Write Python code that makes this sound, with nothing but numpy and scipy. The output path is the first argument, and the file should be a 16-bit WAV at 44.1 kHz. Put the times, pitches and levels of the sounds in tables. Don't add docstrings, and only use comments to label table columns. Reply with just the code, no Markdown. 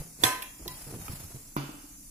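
import sys
import numpy as np
from scipy import signal
from scipy.fft import rfft, irfft, next_fast_len
from scipy.io import wavfile
from scipy.ndimage import uniform_filter1d, map_coordinates

SR = 44100
rng = np.random.default_rng(int(sys.argv[2]) if len(sys.argv) > 2 else 0)


def output_pcm(signal):
    pcm = np.clip(np.atleast_2d(signal).T, -1, 1) * 32767
    wavfile.write(sys.argv[1], SR, np.round(pcm).astype(np.int16))


def magnitude_from_level(level_db):
    exponent = np.asarray(level_db, float) / 20
    return 10 ** exponent


N = 92610

# freq_hz, level_db_per_hz
HISS = [(240, -43), (400, -10), (2050, -13), (2210, -9.5), (3320, -14), (6180, 5), (10300, 2.5),
        (14500, -1.5), (16500, -28)]
AIR = [(12, -31), (22, 10), (70, -5.5), (208, -5), (248, -8), (289, -1.5), (420, -33.5), (880, -120)]
HISS_DB, HISS_SWAY_DB = -50, .4
AIR_DB, AIR_SWAY_DB = -56, 2
# freq_hz, likeness_0_to_1
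ALIKE = [(60, 0.98), (250, 1), (600, 0.45), (2000, 0.088), (10000, 0.063)]
# freq_hz, gain_db
MIC = [(4500, 1), (6500, 0), (7500, 3), (8300, -2.5), (10200, 5), (11200, 2), (12700, 0.5), (14200, 4)]
EDGE_HZ = 16500
LAG_S, FRONT_LAG_S = 15 / SR, 3 / SR
HOLE_SHARE, WEAK_SHARE, TOP_HZ = .27, .95, 15600

# freq_hz, t60_s
KITCHEN = [(100, 0.4), (500, 0.54), (2000, 0.58), (6000, 0.33), (14000, 0.38)]
# freq_hz, gain_db
WET = [(100, -12), (500, -1.5), (760, 3), (1050, -3), (1900, -1.5), (3000, 5.5), (4500, 2.5), (10000, 4)]
BOWL_WET_DB, SMALL_WET_DB, RING_WET_DB = -3, -6, -22

# time_s, pressure_db
DRAG = [(0, -46.5), (.15, -66.5), (0.223, -44.5), (0.502, -88), (0.601, -56.5), (.7, -47), (.84, -46),
        (.95, -48.5), (1.1, -45), (1.281, -49), (1.4, -54), (1.5, -59.5), (2.1, -93)]
# time_s, level_db
WEIGHT = [
    (0, 0),
    (.64, 0),
    (.72, -9),
    (.85, -10),
    (.89, 0),
    (1.02, -1),
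    (1.065, -7),
    (1.09, 0),
    (1.4, 0),
]
# freq_hz, level_db_per_hz
GRIT = [(410, -15.5), (700, -11), (1520, -15), (2530, -15.5), (3370, -17.5), (5060, -12), (12200, -10),
        (16000, -24.5)]
RUMBLE = [(15, -27.5), (25, -2), (170, -8), (210, -34), (301, -25), (591, -43.5), (900, -49), (1170, -46),
          (1980, -120)]
RUMBLE_DB, RUMBLE_GROWS, LUMPY_DB = -45.5, 3.6, 3

# start_s, peak_db, pitch_hz, way (1 catches, -1 lets go)
SLIPS = [(0.596, -44, 260, 1), (0.612, -47, 229, 1), (.627, -43, 280, 1), (0.6612, -35.5, 480, 1),
         (0.6639, -32, 516, 0.95), (.667, -37, 330, 0.94), (0.6706, -33.5, 240, -1.1),
         (0.8676, -39.5, 300, -1.1), (.875, -38.5, 220, -0.81), (0.894, -42, 300, 1), (.911, -39, 400, -1),
         (.925, -31.5, 333, 0.85), (0.9372, -37, 420, -1.1), (.947, -35.5, 520, -0.96),
         (0.9621, -36, 265, 1), (.987, -39.5, 300, -1), (.9995, -41, 260, -1), (1.022, -40.5, 220, -0.92),
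         (1.0858, -31.5, 260, -0.61), (1.115, -39, 218, -0.88), (1.133, -33, 150, -1),
         (1.138, -39, 200, -1), (1.202, -42, 220, -1), (1.209, -45, 420, 1), (1.229, -43, 278, -1),
         (1.305, -41, 300, -1), (1.312, -45, 500, 0.93), (1.345, -45, 260, 1)]
SLIP_CYCLES = 1.14
# start_s, length_s, level_db, middle_hz
RUBS = [
    (0, 0.026, -43.5, 610),
    (.595, 0.043, -47.5, 600),
    (.652, .03, -41, 620),
    (0.863, .13, -44.5, 473),
    (1.182, 0.042, -62, 590),
    (1.296, .03, -56, 700),
]
RUB_PER_S, RUB_SPREAD = 500, .5
# freq_hz, level_db, t60_s
TAP = [(1270, -36, .035), (800, -41, .04), (2450, -43, .03)]
TAP_S = 1.0805

BUMP_S = (0, .008, .05, .189, .2, .236, .245, .6, .612, .657, .69, .868, .9, .925, .94, .946, .962, .998,
          1.02, 1.084, 1.0955, 1.131, 1.198, 1.238, 1.3, 1.343)
# peak_db, pitch_hz, t60_s
BUMPS = [(-14.5, 44, 0.024), (-34, 149, 0.11), (-45.5, 163, 0.29), (-40.5, 340, 0.016), (-34.5, 170, 0.039),
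         (-19, 323, 0.031), (-25, 116, 0.12), (-40.5, 270, 0.064), (-40.5, 49.15, 0.35),
         (-36.5, 348, 0.069), (-43.5, 145, 0.32), (-38, 142, 0.18), (-45, 427, 0.081), (-43, 257, 0.044),
         (-29.5, 116, 0.1), (-50, 370, 0.014), (-39.5, 164, 0.13), (-29, 79, 0.032), (-51, 170, 0.025),
         (-39.5, 327, 0.035), (-21.5, 97, 0.042), (-41.5, 135, 0.15), (-36, 129, 0.083), (-31.5, 87, 0.075),
         (-55, 74, .1), (-32.5, 127, 0.12)]
# start_s, level_db, t60_s
LANDS = [
    (1.5654, -21, 0.026),
    (1.601, -58, .06),
    (1.637, -31, 0.026),
    (1.69, -33.5, 0.074),
    (1.741, -39.5, 0.092),
    (1.783, -46, 0.064),
    (1.84, -43, 0.06),
    (1.901, -56.5, 0.24),
]
# freq_hz, level_db, t60_s
BOWL = [(141, -25, 0.24), (288, -24.5, 0.13), (560, -55, 0.06), (838, -37, 0.067), (1110, -49, 0.023),
        (1430, -45.5, 0.38), (2345, -49.5, 0.33), (665, -48, 0.36), (2837, -54.5, 0.88), (3020, -56, 0.76)]
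HOLLOW_HZ, PUSH_DB = 289.2, -19.5

LID_HZ = (754, 1019, 1250, 1548, 1780, 2093, 2180, 2573, 3060, 3433, 4802, 6160, 9505, 10400)
# level_db, t60_s
LID = [(4.5, 0.23), (4, .75), (-6, 0.62), (-0.5, 0.58), (-5.5, 0.3), (-12, 0.94), (-7, 0.59), (-7.5, 0.85),
       (-10, 1), (-4, 0.24), (-24, 0.58), (-12, 0.3), (-40, 0.74), (-23, .15)]
WAVER = .13
CAUGHT_S, CAUGHT_DB_PER_S = .33, 85
GRIP_S, GRIP_DB_PER_S = .47, 300
# start_s, level_db, low_hz, high_hz, t60_s
CROWDS = [
    (0.238, -27.5, 2304, 14680, 0.54),
    (1.565, -45, 699, 6430, 0.9),
]
# freq_hz, level_db, t60_s
RIM = [(1007, -42.5, 0.2), (1970, -47, 0.25), (4037, -54, 0.1)]
RIM_S = .68
# freq_hz, width_hz, level_db
SCRAPE = [(300, 360, -2.5), (1090, 890, 2), (2206, 480, -0.5), (3880, 1200, -4), (6170, 140, 4),
          (8130, 1330, -4), (9800, 2000, -2), (10300, 1450, 0), (12900, 1700, -11)]
# freq_hz, level_db, t60_s
SQUEAL = [(3500, 3, 0.087), (3880, -3, 0.035), (4740, -1, 0.032), (7150, -1, 0.033), (12600, -11, .05)]
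POP_S, POP_LENGTH_S = .2355, 0.0075
POP_DB, SQUEAL_DB, RING_DB = -19.5, -10, -32
POP_PAN_DB, RING_PAN_DB = -6, -2
TICK_S = (-.01, .22, .2545, .4215, .6785, 1.081, 1.5645)
# level_db, length_s, body_hz, bright_db
TICKS = [
    (-51, 0.0067, 1430, -12),
    (-43.5, 0.022, 450, -5),
    (-35, 0.00064, 1300, -10),
    (-35.5, .008, 2500, 3),
    (-33, 0.0045, 3900, 4),
    (-41, 0.004, 1350, -6),
    (-27, 0.0039, 790, -17),
]
BRIGHT_HZ, BRIGHT_WIDTH_HZ, BODY_Q = 11260, 3100, 2.87


def unit(x):
    return x / np.sqrt(np.mean(x ** 2) + 1e-20)


def along(points, hz):
    f, v = np.transpose(points)
    return np.interp(np.log(hz + 1), np.log(f + 1), v)


def wobble(rate_hz):
    knots = rng.standard_normal(int(N * rate_hz / SR) + 4)
    return map_coordinates(knots, [np.arange(N) * rate_hz / SR])


def filtered(x, response):
    n = x.shape[-1]
    m = next_fast_len(n + SR // 2)
    return irfft(rfft(x, m) * response(np.fft.rfftfreq(m, 1 / SR)), m)[..., :n]


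def add(track, start_s, sound):
    i = round((start_s + .5) * SR)
    track[..., i:i + sound.shape[-1]] += sound


def crop(track):
    return track[:, SR // 2:SR // 2 + N]


def balance(db):
    return magnitude_from_level(np.array([[db], [-db]]) / 2)


def lag(track, lag_s):
    delays_s = np.array([[lag_s], [0]])
    return crop(filtered(track, lambda f: np.exp(-2j * np.pi * f * delays_s)))


def rush(spectrum):
    def response(hz):
        turn = np.arccos(np.clip(along(ALIKE, hz), -1, 1)) / 2
        return magnitude_from_level(along(spectrum, hz)) * [np.cos(turn), np.sin(turn)]

    mid, side = filtered(rng.standard_normal((2, N)), response)
    return unit(np.array([mid + side, mid - side]))


def noise_floor():
    hiss = magnitude_from_level(HISS_DB + HISS_SWAY_DB * wobble(7.3)) * rush(HISS)
    air = magnitude_from_level(AIR_DB + AIR_SWAY_DB * wobble(6.78)) * rush(AIR)
    return hiss + air


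def kitchen(x):
    hz, t, z = signal.stft(rng.standard_normal((2, SR)), SR, nperseg=256)
    decay = magnitude_from_level(-60 * t / along(KITCHEN, hz)[:, None])
    tail = signal.istft(z * decay, SR, nperseg=256)[1]
    low = filtered(tail, lambda f: 1 / (1 + (f / 350) ** 4))
    tail = tail - low + low.sum(0) / np.sqrt(2)
    tail = filtered(tail / np.linalg.norm(tail[0]), lambda f: magnitude_from_level(along(WET, f)))
    late = np.pad(x.mean(0), (150, 0))[None]
    return signal.fftconvolve(late, tail, axes=1)[:, :x.shape[1]]


def sparse(x):
    hz, _, z = signal.stft(x, SR, nperseg=1536)
    field = rng.standard_normal(z.shape[1:])
    field = uniform_filter1d(field, size=7, axis=0)
    field = uniform_filter1d(field, size=6, axis=1)
    field = unit(field) + along(MIC, hz)[:, None] / 10
    size = np.abs(z)
    outside_holes = field > np.quantile(field, HOLE_SHARE)
    strong = size > WEAK_SHARE * uniform_filter1d(size, size=24, axis=1)
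    keep = (outside_holes & strong) | (hz[:, None] < 2800)
    return signal.istft(z * keep * (hz[:, None] < TOP_HZ), SR, nperseg=1536)[1][:, :N]


def drag():
    t = np.arange(N) / SR
    pressure_db = np.interp(t, *np.transpose(DRAG))
    weight_db = np.interp(t, *np.transpose(WEIGHT))
    hiss = magnitude_from_level(pressure_db + 0.56 * wobble(27.1) + 2.25 * wobble(90)) * rush(GRIT)
    lumps = unit(magnitude_from_level(LUMPY_DB * wobble(34.9)) * rush(RUMBLE))
    rumble_db = RUMBLE_DB + RUMBLE_GROWS * (pressure_db + 45.5) + weight_db
    return hiss + magnitude_from_level(rumble_db) * lumps


def jolt(hz, t):
    envelope = magnitude_from_level(-20 * hz * t / SLIP_CYCLES) * (1 - np.exp(-5 * hz * t))
    return -2 * np.sin(2 * np.pi * hz * t) * envelope


def ring(modes, t, waver, rise_s):
    total = 0
    for hz, db, t60_s in modes:
        slow = 1 + waver * map_coordinates(rng.standard_normal(30), [t * 40 + 2])
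        total = total + magnitude_from_level(db - 60 * t / t60_s) * slow * np.sin(2 * np.pi * hz * t)
    return total * (1 - np.exp(-t / rise_s))


def rub():
    out, t = np.zeros(N + 2 * SR), np.arange(SR // 20) / SR
    for start_s, db, hz, way in SLIPS:
        add(out, start_s, way * magnitude_from_level(db) * jolt(hz, t))
    for start_s, length_s, db, hz in RUBS:
        for u, size, pitch in zip(rng.random(70), rng.standard_normal(70), rng.standard_normal(70)):
            at_s = u * 70 / RUB_PER_S
            if at_s < length_s:
                swell = np.sin(np.pi * at_s / length_s)
                slip = jolt(hz * np.exp(RUB_SPREAD * pitch), t)
                add(out, start_s + at_s, magnitude_from_level(db) * swell * size * slip)
    add(out, TAP_S, ring(TAP, t, 0, rise_s=.001))
    return out * balance(-.6)


def thud(db, hz, t60_s, t):
    puff = filtered(rng.standard_normal(len(t)), lambda f: f / hz / (1 + (f / (2.82 * hz)) ** 4))
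    tone = np.sin(2 * np.pi * hz * t)
    return magnitude_from_level(db - 60 * t / t60_s) * (tone + 0.19 * unit(puff)) * (1 - np.exp(-t * hz * 3))


def bowl():
    out, t = np.zeros(N + 2 * SR), np.arange(SR // 2) / SR
    for start_s, (db, hz, t60_s) in zip(BUMP_S, BUMPS):
        add(out, start_s, thud(db, hz, t60_s, t))
    for start_s, db, t60_s in LANDS[1:]:
        add(out, start_s, thud(db, HOLLOW_HZ, t60_s, t))

    def half_sine(start_s, length_s):
        return np.sin(np.pi * np.clip((t - start_s) / length_s, 0, 1))

    push = -half_sine(0, 0.00098) + 0.7 * half_sine(0.0013, 0.0026) - .5 * half_sine(0.00293, 0.0014)
    add(out, LANDS[0][0], magnitude_from_level(PUSH_DB) * push + ring(BOWL, t, WAVER, rise_s=0.014))
    return out * balance(-1.2)


def peaks(rows):
    def response(f):
        total = 0
        for k, (hz, width_hz, db) in enumerate(rows):
            damping = 1j * f * width_hz
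            total = total + (-1) ** k * magnitude_from_level(db) * damping / (hz * hz - f * f + damping)
        return total

    return response


def scrape(length_s, rows):
    t = np.arange(SR // 10) / SR
    grit = rng.standard_normal(len(t)) * magnitude_from_level(0.35 * rng.standard_normal(len(t)))
    envelope = (1 - np.exp(-t / 0.00012)) / (1 + (t / length_s) ** 4)
    x = filtered(grit * envelope, peaks(rows))
    return x / np.sqrt(np.sum(x ** 2) / (length_s * SR))


def crowd(t, low_hz, high_hz, t60_s, count):
    place, life, level, phase = rng.random((count, 4)).T[:, :, None]
    hz = low_hz * (high_hz / low_hz) ** np.sqrt(place)
    life_s = t60_s * (.5 + life) * (2000 / hz) ** 0.45
    modes = magnitude_from_level(11.4 * level - 2.5 - 60 * t / life_s) * np.sin(2 * np.pi * (hz * t + phase))
    return modes.sum(0) * (1 - np.exp(-t / 0.0018)) / np.sqrt(count)


def lid():
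    pop, ticks, squeal, rings = np.zeros((4, 2, N + 2 * SR))
    t = np.arange(SR // 2) / SR
    pan, wide = balance(POP_PAN_DB), balance(RING_PAN_DB)
    add(pop, POP_S, magnitude_from_level(POP_DB) * pan * scrape(POP_LENGTH_S, SCRAPE))

    held = 1 / (1 + (t / POP_LENGTH_S) ** 6)
    add(squeal, POP_S, magnitude_from_level(SQUEAL_DB) * pan * held * ring(SQUEAL, t, 0, rise_s=0.0036))

    caught_s = np.clip(t + POP_S - CAUGHT_S, 0, 1)
    grip_s = np.clip(t + POP_S - GRIP_S, 0, 1)
    damped = magnitude_from_level(-CAUGHT_DB_PER_S * caught_s - GRIP_DB_PER_S * grip_s)
    modes = [(hz, db, t60_s) for hz, (db, t60_s) in zip(LID_HZ, LID)]
    add(rings, POP_S, magnitude_from_level(RING_DB) * wide * damped * ring(modes, t, WAVER, rise_s=0.0074))
    add(rings, RIM_S, ring(RIM, t, WAVER, rise_s=0.0013))
    for start_s, db, low_hz, high_hz, t60_s in CROWDS:
        pair = np.array([crowd(t[:SR * 2 // 5], low_hz, high_hz, t60_s, count=110) for _ in "LR"])
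        add(rings, start_s, magnitude_from_level(db) * wide * pair)

    for start_s, (db, length_s, hz, bright_db) in zip(TICK_S, TICKS):
        body = [(hz, hz / BODY_Q, 0), (2.0 * hz, hz, -9)]
        bright = (BRIGHT_HZ, BRIGHT_WIDTH_HZ, bright_db - 7.0)
        add(ticks, start_s, magnitude_from_level(db) * balance(-2.4) * scrape(length_s, body + [bright]))
    return pop, ticks, squeal, rings


def scene():
    pop, ticks, squeal, rings = lid()
    base = bowl()
    to_walls = pop + magnitude_from_level(BOWL_WET_DB) * base + magnitude_from_level(SMALL_WET_DB) * ticks
    to_walls = to_walls + magnitude_from_level(RING_WET_DB) * (rings + squeal)
    walls = crop(kitchen(to_walls))
    floor = noise_floor()
    side = lag(pop + base + ticks + squeal, LAG_S)
    diffuse = sparse(walls + drag() + floor)
    front = lag(rings + rub(), FRONT_LAG_S)
    return side + diffuse + front


def roll_off(x):
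    return signal.sosfilt(signal.butter(12, 16620, fs=SR, output="sos"), x)


def record(dry):
    mix = filtered(dry, lambda f: magnitude_from_level(along(MIC, f)) / (1 + (f / EDGE_HZ) ** 40))
    return roll_off(mix)


dry = scene()
out = record(dry)
output_pcm(out)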